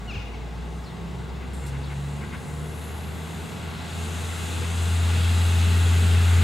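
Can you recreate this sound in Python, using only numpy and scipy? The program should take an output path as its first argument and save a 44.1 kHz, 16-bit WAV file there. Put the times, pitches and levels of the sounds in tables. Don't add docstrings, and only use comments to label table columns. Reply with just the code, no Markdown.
import sys
import numpy as np
from scipy import signal
from scipy.fft import rfft, irfft, next_fast_len
from scipy.io import wavfile
from scipy.ndimage import uniform_filter1d, map_coordinates

SR = 44100
rng = np.random.default_rng(int(sys.argv[2]) if len(sys.argv) > 2 else 0)


def generate_wav(signal):
    frames = np.transpose(np.atleast_2d(signal))
    scaled = np.clip(frames, -1, 1) * 32767
    pcm = np.round(scaled).astype(np.int16)
    wavfile.write(sys.argv[1], SR, pcm)


N = 283563

# (time_s, firing_rate_hz)
FIRING_RATE = [(0, 55.8), (2.4, 73.49), (3.25, 80.57), (4, 83.43), (5.5, 86.3), (6.43, 86.83)]
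# (time_s, blade_tone_hz)
BLADE_TONE = [(0, 7900), (1.3, 8240), (2.3, 10200), (2.85, 11020), (3.4, 11500), (3.82, 11700),
              (4.02, 13500), (4.3, 14500), (6.43, 14900)]


def amp(db):
    return 10 ** (np.asarray(db) / 20)


def unit(x):
    return x / np.sqrt(np.mean(x ** 2) + 1e-20)


def along(points, hz):
    point_hz, values = np.transpose(points)
    return np.interp(np.log(hz + 1), np.log(point_hz + 1), values)


def curve(rows):
    times, values = np.transpose(rows)
    return np.interp(np.arange(N) / SR, times, values)


def wobble(rate, size=N):
    knots = rng.standard_normal(int(size * rate / SR) + 4)
    return map_coordinates(knots, [np.arange(size) * rate / SR])


def filtered(x, response):
    m = next_fast_len(N + SR // 2)
    return irfft(rfft(x, m) * response(np.fft.rfftfreq(m, 1 / SR)), m)[..., :N]


def burst(s, rise, t60):
    t = np.maximum(np.arange(N) / SR - s, 0)
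    return (1 - np.exp(-t / rise)) * np.exp(-np.log(1000) * t / t60)


def rush(spectrum, patchy_db, source=None):
    # (pitch_hz, left_right_likeness)
    likeness = [(30, .6), (60, 0.93), (83, 0.59), (110, 0.74), (160, 0.83), (220, 0.52), (300, 0.26),
                (420, 0.79), (580, 0.6), (810, 0.79), (1120, 0.59), (1540, 0.67), (2140, 0.54),
                (2960, 0.72), (4090, 0.93), (5660, 1), (7830, 0.94), (10800, 0.1), (15000, 0.53)]
    if source is None:
        source = rng.standard_normal((2, N))
    z = signal.stft(source, nperseg=512)[2]
    patches = uniform_filter1d(rng.standard_normal(z.shape[1:]), size=4, axis=0)
    patches = uniform_filter1d(patches, size=18, axis=1)
    pair = signal.istft(z * amp(patchy_db * unit(patches)), nperseg=512)[1][:, :N]

    def mid_side_gain(hz):
        turn = np.arccos(np.clip(along(likeness, hz), -1, .98)) / 2
        colour = amp(along(spectrum, hz)) / (1 + (hz / spectrum[-1][0] / 1.07) ** 8)
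        return colour * [np.cos(turn), np.sin(turn)]

    mid, side = filtered(pair, mid_side_gain)
    return np.array([mid + side, mid - side]) / np.std(mid)


def firings():
    return np.cumsum(curve(FIRING_RATE)) / SR + 0.0048 * wobble(20)


def nearness_db():
    start_m, speed_m_per_s, accel_m_per_s2 = 59.6, 1.32, 0.69
    t = np.arange(N) / SR
    distance = start_m - speed_m_per_s * t - accel_m_per_s2 * t ** 2 / 2
    return 20 * np.log10(start_m / np.maximum(distance, 1))


def engine_tone(cycle, order, rough_db, blur):
    level = np.sqrt(2) * amp(rough_db * wobble(14))
    return level * np.sin(2 * np.pi * (order * cycle + rng.random()) + blur * wobble(17))


def exhaust(cycle):
    # (time_s, level_db before a 0.2 dB trim)
    drone_levels = [(0.06, -35.5), (0.8, -34), (0.92, -44.5), (1.03, -37.5), (1.71, -32.5), (2.45, -39),
                    (2.46, -47), (2.51, -37), (3.18, -35), (3.31, -41), (3.41, -33.5), (3.48, -45),
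                    (3.69, -35), (3.8, -40), (3.99, -31), (4.52, -30.5), (4.94, -21), (6.36, -16.5)]
    multiples = {"second": 2, "cylinder imbalance": 2.5, "fan": 2.69, "third": 3,
                 "low hum": 14 / 3, "middle hum": 7.5, "high hum": 10}
    # (name, level_db at the starting distance, gain_db at full revs)
    order_levels = [("second", -51, 6), ("cylinder imbalance", -59, 12), ("fan", -59, 8), ("third", -65, 4),
                    ("low hum", -63, 11), ("middle hum", -60.5, 3), ("high hum", -65, 4)]
    # (order_name, firing_rate_hz, half_width_hz, level_db at the starting distance)
    resonances = [("fan", 63, 3, -40.5), ("second", 64.5, 1.2, -44), ("second", 68.6, .8, -34.5),
                  ("second", 71.06, 1.43, -32), ("second", 75.1, 1.13, -35), ("second", 82, 4.2, -44.5),
                  ("third", 72.2, .7, -43.5)]
    rate = curve(FIRING_RATE)
    full_revs = np.clip((rate - 84.3) / (86.3 - 84.3), 0, 1)
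    drone = amp(curve(drone_levels) - 0.2) * engine_tone(cycle, 1, rough_db=.2, blur=.015)
    orders = np.zeros(N)
    for name, db, more_db in order_levels:
        boom = sum(amp(boom_db) * np.exp(-((rate - hz) / width) ** 2)
                   for which, hz, width, boom_db in resonances if which == name)
        level = np.hypot(amp(db + more_db * full_revs), boom)
        multiple = multiples[name]
        orders += level * engine_tone(cycle, multiple, rough_db=1, blur=0.047 * multiple)
    return (drone + amp(nearness_db()) * orders) * np.ones((2, 1))


def beat(cycle, depth, uneven):
    cylinders = np.array([1, -1, 0, 1, -1, 0])
    strength = 1 + uneven * cylinders[np.floor(cycle).astype(int) % len(cylinders)]
    return unit(1 + depth * strength * np.sin(np.pi * cycle) ** 4)


def rattle(cycle, repeating, size=3072):
    pattern = rng.standard_normal((2, size))
    place = cycle / 6 % 1 * size
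    again = np.array([map_coordinates(p, [place], mode="grid-wrap") for p in pattern])
    share = np.clip(repeating, 0, 1)
    return np.sqrt(share) * again + np.sqrt(1 - share) * rng.standard_normal((2, N))


def loudness(start_db, per_effort_db, per_nearness_db):
    # (time_s, rasp_level_db)
    rasp_levels = [(0.5, -54.5), (2.25, -51), (2.46, -52), (3.68, -46.5), (3.88, -44), (5.01, -40),
                   (5.08, -37.5), (6.36, -37)]
    near_db = nearness_db()
    effort_db = curve(rasp_levels) - near_db
    return amp(start_db + per_effort_db * (effort_db - effort_db.min()) + per_nearness_db * near_db)


def engine_rumble(cycle):
    # (pitch_hz, relative_db per Hz)
    spectrum = [(20, -24), (40, -18), (58, -6), (90, 0), (130, 1.5), (180, -0.5), (230, -2.5), (290, -8),
                (350, -8), (410, -6.5), (470, -8), (560, -19.5), (800, -47)]
    low_revs_db = 0.2 * np.minimum(curve(FIRING_RATE) - 64.3, 0)
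    level = loudness(-39.5, per_effort_db=-.12, per_nearness_db=1.76) * amp(low_revs_db + .7 * wobble(7))
    return level * rush(spectrum, patchy_db=0.5) * beat(cycle, depth=0.13, uneven=0.24)


def engine_bay(cycle):
    # (pitch_hz, relative_db per Hz)
    spectrum = [(350, -27), (520, -7), (590, -5.5), (690, 0), (780, -2), (855, 1), (930, -3.5),
                (1030, -4.5), (1130, -2), (1300, -17), (1800, -46)]
    level = loudness(-48.5, per_effort_db=0.41, per_nearness_db=0.22)
    noise = rush(spectrum, patchy_db=0.4, source=rattle(cycle, repeating=0.25))
    return level * noise * beat(cycle, depth=0.1, uneven=0.26)


def block_clatter(cycle):
    # (pitch_hz, relative_db per Hz)
    spectrum = [(900, -32), (1200, -0.5), (1400, 1.5), (1620, 1), (1800, -4), (1950, 1), (2150, 0),
                (2350, -5), (2800, -53)]
    level = loudness(-52.5, per_effort_db=0.33, per_nearness_db=2.68)
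    noise = rush(spectrum, patchy_db=0.6, source=rattle(cycle, repeating=0.2))
    return level * noise * beat(cycle, depth=0.092, uneven=0.46)


def injector_rasp(cycle):
    # (pitch_hz, relative_db per Hz)
    spectrum = [(2000, -33), (2380, -4.5), (2600, 1), (2880, 0), (3060, -5.5), (3270, -1.5), (3900, -2.5),
                (4500, -8.5), (5100, -10.5), (5700, -17.5), (8000, -28)]
    level = loudness(-54.5, per_effort_db=1, per_nearness_db=1) * amp(.25 * wobble(8))
    return level * rush(spectrum, patchy_db=0.46) * beat(cycle, depth=0.1, uneven=0.86)


def duct():
    resonance_hz, width_hz = 10980, 460
    return 1 / np.hypot(1, 2 * (curve(BLADE_TONE) - resonance_hz) / width_hz)


def intake_air(cycle):
    # (pitch_hz, relative_db per Hz)
    air_spectrum = [(4500, -35), (5700, -10.5), (6500, -2.5), (7800, -1.5), (8800, -4.5), (9800, -7.5),
                    (10600, -5.5), (12200, -13), (13800, -16.5), (15700, -23)]
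    # (pitch_hz, relative_db per Hz)
    hiss_spectrum = [(7000, -28), (11000, 0), (15700, -8)]
    blade_khz = curve(BLADE_TONE) / 1000
    boost_db = 2.5 * (blade_khz - blade_khz[0])
    air_db = -62.5 + boost_db + 1 * duct() + nearness_db()
    level = amp(air_db + 0.95 * wobble(6))
    air = level * rush(air_spectrum, patchy_db=1) * beat(cycle, depth=0.1, uneven=.5)
    hiss = loudness(-77, per_effort_db=.3, per_nearness_db=4.8) * rush(hiss_spectrum, patchy_db=5.0)
    return air + hiss


def turbo(width_hz):
    def smear_gain(f):
        return 1 / np.sqrt((1 + (f / width_hz) ** 2) * (1 + (f / 2500) ** 4))

    smear = filtered(rng.standard_normal((3, N)), smear_gain)
    stereo_smear = smear[2] + .5 * smear[:2]
    blade = np.sin(2 * np.pi * np.cumsum(curve(BLADE_TONE)) / SR)
    level = duct() * amp(-55 + nearness_db() + 0.64 * wobble(14))
    return level * unit(stereo_smear * blade)


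def valve():
    # (pitch_hz, relative_db per Hz)
    jet_spectrum = [(3500, -32), (5500, -18), (6900, -18), (7300, 4), (7900, -8), (8400, 1), (9100, -10),
                    (10300, -9), (11300, -8), (12200, -22), (13900, -16), (15500, -26)]
    # (pitch_hz, relative_db per Hz)
    puff_spectrum = [(2500, -25), (3700, 2), (7000, -3), (11000, -4), (15500, -14)]
    open_s, shut_s = 1.533, 1.66
    spit_db, leak_db, puff_db = -43.5, -54.5, -43.5
    t = np.arange(N) / SR
    opening = burst(open_s, rise=0.0065, t60=0.17)
    shutting = burst(shut_s, rise=0.0065, t60=0.17)
    leaking = (t > open_s) & (t < shut_s)
    jet = np.hypot(amp(spit_db) * (opening + shutting), amp(leak_db) * leaking)
    puff = amp(puff_db) * shutting
    return jet * rush(jet_spectrum, patchy_db=2) + puff * rush(puff_spectrum, patchy_db=0.5)


def thud():
    start_s, pitch_hz, level_db = .165, 92, -21
    t = np.arange(N) / SR - start_s
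    return amp(level_db) * burst(start_s, rise=0.0029, t60=0.086) * np.sin(2 * np.pi * pitch_hz * t)


def calls(rows, throat, count):
    out = np.zeros(N + SR)
    for s, length, start_hz, end_hz, db, rough in rows:
        u = np.linspace(0, 1, round(length * SR))
        glide = start_hz + (end_hz - start_hz) * u ** 1.9
        hz = glide * (1 + 0.096 * rough * wobble(1092, size=len(u)))
        phase = 2 * np.pi * np.cumsum(hz) / SR
        voice = sum(amp(along(throat, k * hz)) * np.sin(k * phase + 2 * np.pi * rng.random())
                    for k in range(1, count + 1))
        envelope = np.abs(np.sin(np.pi * u)) ** 0.39
        out[round(s * SR):][:len(u)] += amp(db) * unit(voice * envelope)
    return out[:N]


def birds():
    # (start_s, length_s, start_pitch_hz, end_pitch_hz, level_db, roughness 0-1)
    jackdaw_calls = [(.075, 0.056, 1465, 1078, -41, 0.12), (.128, 0.034, 883, 694, -43, .22),
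                     (.15, 0.037, 935, 720, -44.5, .25), (.188, .045, 735, 653, -48, .3),
                     (.333, .028, 1146, 1004, -49.5, 0.1), (.355, 0.04, 1363, 906, -55, 0.2)]
    # (start_s, length_s, start_pitch_hz, end_pitch_hz, level_db, roughness 0-1)
    chirps = [(.835, .022, 5400, 4700, -59, 0.6), (.855, 0.0384, 4350, 4070, -52.5, 0.6),
              (.893, .028, 3750, 3450, -54, 0.6), (1.83, 0.0298, 4450, 4130, -52.5, 0.93),
              (1.852, .03, 3750, 3360, -52, 0.88)]
    # (start_s, level_db)
    chatter_notes = [(1.405, -49), (1.615, -51.5), (1.728, -48.5), (1.89, -46), (2.205, -44.5),
                     (2.315, -42)]
    # (pitch_hz, relative_db)
    throat = [(700, -25), (1400, -12), (1800, -16), (2200, -5), (2800, -2.5), (3300, -13), (4300, -19),
              (5000, -16), (5800, -24), (6500, -19), (7300, -40), (10000, -60)]
    # (pitch_hz, relative_db)
    harsh_throat = [(600, -28), (1200, -3), (1500, 1), (1800, -15), (2080, 6), (2350, -11), (2700, -6),
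                    (3100, -22), (5000, -50)]
    length_s, start_hz, end_hz, roughness = 0.0507, 537.4, 482, 0.94
    chatter = [(s, length_s, start_hz, end_hz, db, roughness) for s, db in chatter_notes]
    jackdaws = calls(jackdaw_calls, throat, count=11)
    far_birds = calls(chatter, harsh_throat, count=6) + calls(chirps, throat, count=1)
    return jackdaws, far_birds


def wall_echoes(x):
    # (delay_s, level_db)
    walls = [(.085, -17), (.135, -14)]
    return sum(amp(db) * np.pad(x, (round(s * SR), 0))[:N] for s, db in walls)


def trees(x):
    # (pitch_hz, t60_s)
    decay_times = [(200, 0.36), (2500, 0.68), (10000, 0.23)]
    hz, t, z = signal.stft(rng.standard_normal((2, SR // 2)), SR, nperseg=256)
    tail = signal.istft(z * amp(-60 * t / along(decay_times, hz)[:, None]), SR, nperseg=256)[1]
    late = np.pad(x, (round(.03 * SR), 0))
    return signal.fftconvolve(late[None], tail / np.linalg.norm(tail[0]), axes=1)[:, :N]


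def meadow():
    # (pitch_hz, relative_db per Hz)
    spectrum = [(200, -1), (900, -2.5), (2500, -22), (4500, -12.5), (7000, -11), (10000, -33), (15700, -15)]
    return amp(-58) * rush(spectrum, patchy_db=2.5)


def scene():
    cycle = firings()
    machinery = engine_rumble(cycle) + engine_bay(cycle) + block_clatter(cycle) + injector_rasp(cycle)
    railcar = exhaust(cycle) + machinery + intake_air(cycle) + turbo(width_hz=390) + valve() + thud()
    jackdaws, far_birds = birds()
    direct_birds = (jackdaws + far_birds) * amp([[.5], [-.5]])
    echoes = wall_echoes(jackdaws) + amp(-5.5) * trees(jackdaws) + amp(-12) * trees(far_birds)
    return railcar + direct_birds + echoes + meadow()


def record(dry):
    # (pitch_hz, left_minus_right_db)
    balance = [(55, 0.5), (78, 0.9), (88, 1.4), (140, 0), (210, -1.5), (330, 1.5), (500, -0.5), (770, 3.5),
               (1170, 2.5), (1790, 1.5), (2740, 3), (4190, 0.6), (6410, -0.5), (9500, 2.5), (12000, -1),
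               (15000, -3)]
    top_hz = 15750

    def response(hz):
        return amp(along(balance, hz) * np.array([[.5], [-.5]])) * (hz < top_hz)

    return filtered(dry, response)


dry = scene()
out = record(dry)
generate_wav(out)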